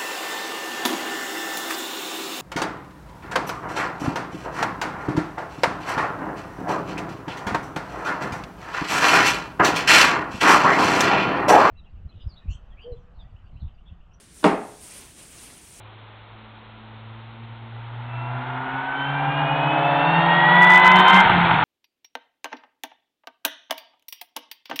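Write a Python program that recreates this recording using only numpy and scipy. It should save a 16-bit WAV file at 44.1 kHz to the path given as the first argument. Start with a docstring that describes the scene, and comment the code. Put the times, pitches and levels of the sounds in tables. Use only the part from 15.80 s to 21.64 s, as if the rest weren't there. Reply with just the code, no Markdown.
"""A distant exhaust drone grows as a supercharged four-cylinder car accelerates along a rural road.
The firing note, the tailpipe rasp and the whine of the blower's rotors climb together over gas and
tyre noise, echoed by trees and by the houses left behind. As the car draws level the throttle shuts:
the whine collapses, unburnt fuel pops and burbles in the exhaust, and the tyres roar by."""
import sys
import numpy as np
from scipy import signal
from scipy.fft import rfft, irfft, next_fast_len
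from scipy.io import wavfile

SR = 44100
rng = np.random.default_rng(int(sys.argv[2]) if len(sys.argv) > 2 else 0)


def generate_wav(signal):
    """Clip the signal to [-1, 1] and save it as 16-bit WAV at the path in sys.argv[1]."""
    frames = np.transpose(np.atleast_2d(signal))
    scaled = np.clip(frames, -1, 1) * 32767
    pcm = np.round(scaled).astype(np.int16)
    wavfile.write(sys.argv[1], SR, pcm)


N = 257544
TIME = np.arange(N) / SR
ABREAST_S, CAR_M_PER_S, LANE_DISTANCE_M = 5.666, 20.5, 13.38
OPEN_S, SHUT_S, SHUTTING_S = 2.37, 5.432, 0.062   # throttle: two midpoints, one duration
FULL_FIRING_HZ = 185


def from_db(db):
    """Decibels to gain."""
    return 10 ** (np.asarray(db) / 20)


def rms_one(x):
    """Scale to unit power."""
    return x / np.sqrt(np.mean(x ** 2) + 1e-20)


def in_time(curve):
    """A curve's value at every sample."""
    return np.interp(TIME, *np.transpose(curve))


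def gain_at(spectrum, hz):
    """Gain of a spectrum at given frequencies."""
    freq_hz, level_db = np.transpose(spectrum)
    return from_db(np.interp(np.log(np.maximum(hz, 1)), np.log(freq_hz), level_db))


def coloured(x, spectrum):
    """Filter by a spectrum."""
    size = next_fast_len(N + SR // 10)
    gain = gain_at(spectrum, np.fft.rfftfreq(size, 1 / SR))
    return irfft(rfft(x, size) * gain, size)[:N]


def noise(spectrum):
    """Coloured noise of unit power."""
    return rms_one(coloured(rng.standard_normal(N), spectrum))


def band(x, kind, hz, order=4):
    """Butterworth filter."""
    return signal.sosfilt(signal.butter(order, hz, kind, fs=SR, output="sos"), x)


def drift(rate_hz):
    """Smooth random wander of unit spread."""
    hop, settle = 40, 2000
    pole = np.exp(-2 * np.pi * rate_hz * hop / SR)
    white = rng.standard_normal(N // hop + settle + 2)
    slow = signal.lfilter([1], [1, -2 * pole, pole * pole], white)[settle:]
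    return np.interp(np.arange(N) / hop, np.arange(len(slow)), rms_one(slow))


def delayed(x, delay_s):
    """Delay a signal; a growing delay lowers its pitch."""
    return np.interp(TIME - delay_s, TIME, x, left=0)


def bell(x, centre, width):
    """Gaussian hump of height 1."""
    return np.exp(-((x - centre) / width) ** 2)


def ramp(middle_s, length_s):
    """Linear rise from 0 to 1."""
    return np.clip((TIME - middle_s) / length_s + .5, 0, 1)


# time_s, firing_hz
ENGINE_SPEED = [(0, 107.1), (1.2, 110.6), (1.6, 113.8), (1.92, 114.4), (2.35, 120.3), (2.8, 129.3),
                (3.15, 137.1), (3.75, 149.7), (4.15, 159.4), (4.5, 168.7), (4.85, 177.3), (5.2, 184.9),
                (5.41, 188.8), (5.5, 181.1), (5.84, 156.9)]


def firing_rate_hz():
    """Cylinder firings per second, as heard at the roadside."""
    return in_time(ENGINE_SPEED)


def car_level_db(full_db, per_octave_db, cruise_db, shut_db, lead_s=0.16, opening_s=0.89):
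    """Source level from distance, revs and throttle; lead_s advances its response to the opening."""
    distance_m = np.hypot(CAR_M_PER_S * (ABREAST_S - TIME), LANE_DISTANCE_M)
    spreading_db = 20 * np.log10(LANE_DISTANCE_M / distance_m)
    revs_db = per_octave_db * np.log2(firing_rate_hz() / FULL_FIRING_HZ)
    cruising = 1 - ramp(OPEN_S - lead_s, opening_s)
    throttle_db = cruise_db * cruising + shut_db * ramp(SHUT_S, SHUTTING_S)
    return full_db + spreading_db + revs_db + throttle_db


# time_s, level_db
NOTE_LEVEL = [(0.0, -45.5), (1.01, -48), (1.3, -40), (1.69, -41.5), (2.44, -29.5), (2.81, -35), (2.89, -48),
              (2.94, -32.5), (3.11, -46), (3.32, -27), (4.2, -33.5), (4.31, -23), (4.68, -28),
              (4.83, -20.5), (5.01, -28.5), (5.19, -19), (5.29, -34.5), (5.34, -19.5), (5.4, -24),
              (5.43, -30), (5.59, -22.5), (5.84, -31)]
# time_s, level_db
OCTAVE_LEVEL = [(.3, -66), (.6, -55), (1.5, -51.5), (2.33, -53.5), (2.52, -43.5), (2.85, -37), (3.1, -43),
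                (3.45, -39.5), (5.1, -31.5), (5.84, -41)]


def exhaust_drone(firing_phase, note_trim_db=-1, third_trim_db=-11):
    """The firing note and its octave swell and fade, with a faint third harmonic."""
    note_db, octave_db = in_time(NOTE_LEVEL), in_time(OCTAVE_LEVEL)
    note = from_db(note_db + note_trim_db + 1.8 * drift(16)) * np.sin(firing_phase)
    octave = from_db(octave_db + 2.5 * drift(6.7)) * np.sin(2 * firing_phase + 1)
    third = from_db(octave_db + third_trim_db + 2 * drift(5.9)) * np.sin(3 * firing_phase)
    return np.sqrt(2) * (note + octave + third)


# freq_hz, relative_db
TAILPIPE_RESPONSE = [(300, -10), (400, -11), (520, -13), (620, -10), (740, -4), (830, 0), (940, 5),
                     (1070, -8), (1450, -11), (2200, -20)]


def exhaust_rasp(firing_phase, firing_hz, uneven_db=-8.5, flutter_db=1.5, jitter_rad=0.055):
    """Higher orders ring in the tailpipe; unequal cylinders add weaker half orders between them."""
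    out, power = 0, 0
    unsteady_phase = firing_phase + jitter_rad * drift(25)
    for k in range(7, 21):
        gain = gain_at(TAILPIPE_RESPONSE, firing_hz * k / 2) * from_db(uneven_db * (k % 2))
        flutter = from_db(flutter_db * drift(3.8))
        out += gain * flutter * np.sin(k / 2 * unsteady_phase + rng.uniform(0, 2 * np.pi))
        power += gain ** 2 / 2
    level_db = car_level_db(full_db=-16, per_octave_db=14.5, cruise_db=-14.5, shut_db=-8,
                            lead_s=0.057, opening_s=0.29)
    return from_db(level_db) * out / np.sqrt(power)


# harmonic, relative_db
ROTOR_HARMONICS = [(1, -11), (2, -4), (3, -10.5), (4, -3.5), (5, -15.5), (6, -9.5), (7, -14), (8, -13)]
# harmonic, centre_hz, half_width_hz, gain_db
# The negative row is a brief dip in the main whine from ground reflection.
WHINE_FLARES_AND_DIPS = [(2, 700, 40, 5.5), (2, 795, 35, 13), (2, 993, 100, 18), (3, 1540, 96, 18),
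                         (4, 1507, 130, 13), (4, 1962, 126, 23), (4, 2058, 11.6, -20), (4, 2090, 15, 6.5),
                         (5, 2510, 86, 11.5), (6, 2523, 188, 16), (6, 2757, 110, 12), (6, 3090, 115, 13.5),
                         (7, 2872, 170, 17.5), (7, 3398, 220, 14), (8, 2690, 58, 15), (8, 3085, 42, 21.5),
                         (8, 3590, 130, 10.5)]


def supercharger(firing_phase, firing_hz, lobes_per_firing=2.775, belt_jitter_rad=0.045):
    """Two rotors chop the intake air; until the throttle shuts, harmonics flare at certain pitches."""
    whine_db = car_level_db(full_db=-28, per_octave_db=5, cruise_db=-24, shut_db=-18,
                            lead_s=0.11, opening_s=0.16)
    before_shut = 1 - ramp(SHUT_S, SHUTTING_S)
    lobe_hz = lobes_per_firing * firing_hz
    lobe_phase = lobes_per_firing * firing_phase + belt_jitter_rad * drift(39)
    out = 0
    for k, relative_db in ROTOR_HARMONICS:
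        flare_db = sum(gain_db * bell(k * lobe_hz, centre_hz, half_width_hz)
                       for harmonic, centre_hz, half_width_hz, gain_db in WHINE_FLARES_AND_DIPS
                       if harmonic == k)
        flutter_db = (1.35 if k <= 4 else 2.5) * drift(16)
        gain = from_db(whine_db + relative_db + before_shut * flare_db + flutter_db)
        out += gain * np.sin(k * lobe_phase + rng.uniform(0, 2 * np.pi))
    return np.sqrt(2) * out


# freq_hz, density_db
RUMBLE_SPECTRUM = [(20, -9), (45, 1.5), (70, -2), (110, -1), (200, -15), (400, -21.5)]
# freq_hz, density_db
RUSH_SPECTRUM = [(150, -14.5), (300, -12), (450, -13.5), (600, -11.5), (720, -0.5), (880, 7.5),
                 (1120, -1.5), (1420, 3.5), (1750, -3.5), (2200, -7.5), (2700, -11.5), (3400, -12.5),
                 (4000, -21), (5000, -45)]


def gas_and_tyres(firing_phase, throb_depth=0.11, flutter_db=0.62, rumble_db=-10):
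    """Turbulent gas, tyre noise and road rumble, throbbing a little with each firing."""
    low_db = car_level_db(full_db=-29.5, per_octave_db=6, cruise_db=-8, shut_db=-0.5)
    mid_db = car_level_db(full_db=-16, per_octave_db=8.5, cruise_db=-16, shut_db=-3)
    high_db = car_level_db(full_db=-22, per_octave_db=16, cruise_db=-7.5, shut_db=-1.5)
    out = from_db(low_db + rumble_db) * noise(RUMBLE_SPECTRUM)
    for edges_hz, level_db in ((170, 600), low_db), ((600, 1900), mid_db), ((1900, 4200), high_db):
        rush = rms_one(band(noise(RUSH_SPECTRUM), "band", edges_hz))
        out += rush * from_db(level_db + flutter_db * drift(49))
    return out * (1 + throb_depth * np.sin(firing_phase))


# freq_hz, density_db
AIR_SPECTRUM = [(20, -6.5), (60, 6), (90, -7.5), (160, -6.5), (350, -4.5), (600, -3.5), (780, -3.5),
                (940, -4), (1080, -1.5), (1450, -4.5), (1700, -9), (2300, -9), (3900, -9), (4600, -43)]


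def still_air(level_db=-49):
    """Steady hiss of still outdoor air."""
    return from_db(level_db) * noise(AIR_SPECTRUM)


def with_tree_echoes(direct, echo_db=-11, nearest_s=0.03, farthest_s=0.17, sway_s=0.00027, count=6):
    """Direct sound plus echoes off the tree line, their paths slowly shifting as the car moves."""
    wet = from_db(echo_db)
    delays_s = np.linspace(nearest_s, farthest_s, count)
    echoes = sum(delayed(direct, delay_s + sway_s * drift(0.68)) for delay_s in delays_s)
    return (direct + wet * echoes / np.sqrt(count)) / np.sqrt(1 + wet ** 2)


# freq_hz, gain_db
HOUSE_RESPONSE = [(100, -17), (150, -0.5), (280, -2), (430, 4), (560, 11.5), (700, 8), (900, 2),
                  (1500, -4.5), (4000, 0)]


def house_echo(direct, firing_hz, first_delay_s=0.17, facing_s=4.063, half_width_s=0.98):
    """The car leaves the houses behind, so their echo is Doppler-shifted down, more so with speed."""
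    doppler_drop = np.maximum(0.1085 + 0.00142 * (firing_hz - FULL_FIRING_HZ), 0)
    delay_s = first_delay_s + np.cumsum(doppler_drop) / SR
    off_axis = 1 - bell(TIME, facing_s, half_width_s)   # the tailpipe sweeps across the houses
    return from_db(2 - 23.5 * off_axis) * coloured(delayed(direct, delay_s), HOUSE_RESPONSE)


# start_s, crack_db, thump_db
FUEL_POPS = [(5.438, -17, -36), (5.449, -15, -28), (5.467, -13, -26), (5.493, -11, -27), (5.537, -19, -24),
             (5.612, -16, -38), (5.654, -18, -38), (5.709, -9.5, -22)]
# freq_hz, density_db
BURBLE_SPECTRUM = [(25, -20.5), (55, -12), (90, 1), (140, 4), (220, -3), (350, -19), (800, -38)]


def exhaust_pops(crack_s=0.0029, ring_hz=906, ring_db=-1, thump_hz=122.5, thump_decay_s=0.024,
                 burble_db=-7, burble_decay_s=0.11):
    """Unburnt fuel pops: each gas burst rings the tailpipe over a low thump and leaves it burbling."""
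    gas, burble = noise(RUSH_SPECTRUM), noise(BURBLE_SPECTRUM)
    out = np.zeros(N)
    for start_s, crack_db, thump_db in FUEL_POPS:
        age_s = np.maximum(TIME - start_s, 0)
        ring = from_db(ring_db) * np.sin(2 * np.pi * ring_hz * age_s)
        crack_envelope = (age_s / crack_s) * np.exp(1 - age_s / crack_s)
        crack = crack_envelope * (gas + ring) / np.sqrt(2)
        thump = np.sin(2 * np.pi * thump_hz * age_s) * np.exp(-age_s / thump_decay_s)
        tail = from_db(burble_db) * burble * (age_s > 0) * np.exp(-age_s / burble_decay_s)
        out += from_db(crack_db) * crack + from_db(thump_db) * (thump + tail)
    return out


def scene():
    """One crankshaft drives the exhaust and the blower; mono."""
    firing_hz = firing_rate_hz()
    firing_phase = 2 * np.pi * np.cumsum(firing_hz) / SR
    drone = exhaust_drone(firing_phase)
    rasp = exhaust_rasp(firing_phase, firing_hz)
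    whine = supercharger(firing_phase, firing_hz)
    roar = gas_and_tyres(firing_phase)
    car = drone + roar + exhaust_pops() + with_tree_echoes(rasp + whine)
    echo = house_echo(drone + rasp + from_db(-6.5) * roar, firing_hz)
    return (car + echo + still_air())[None]


def record(dry, converter_hz=8000, band_edge_hz=3850, clip_level=0.72):
    """A narrow-band converter mirrors the top of its band and clips the loudest peaks."""
    mirrored = dry * (1 + 2 * np.cos(2 * np.pi * converter_hz * TIME))
    narrow = band(mirrored, "low", hz=band_edge_hz, order=14)
    narrow = band(narrow, "low", hz=4350, order=20)
    clipped = np.clip(narrow, -clip_level, clip_level)
    return band(clipped, "low", hz=15800, order=16)


dry = scene()
out = record(dry)
generate_wav(out)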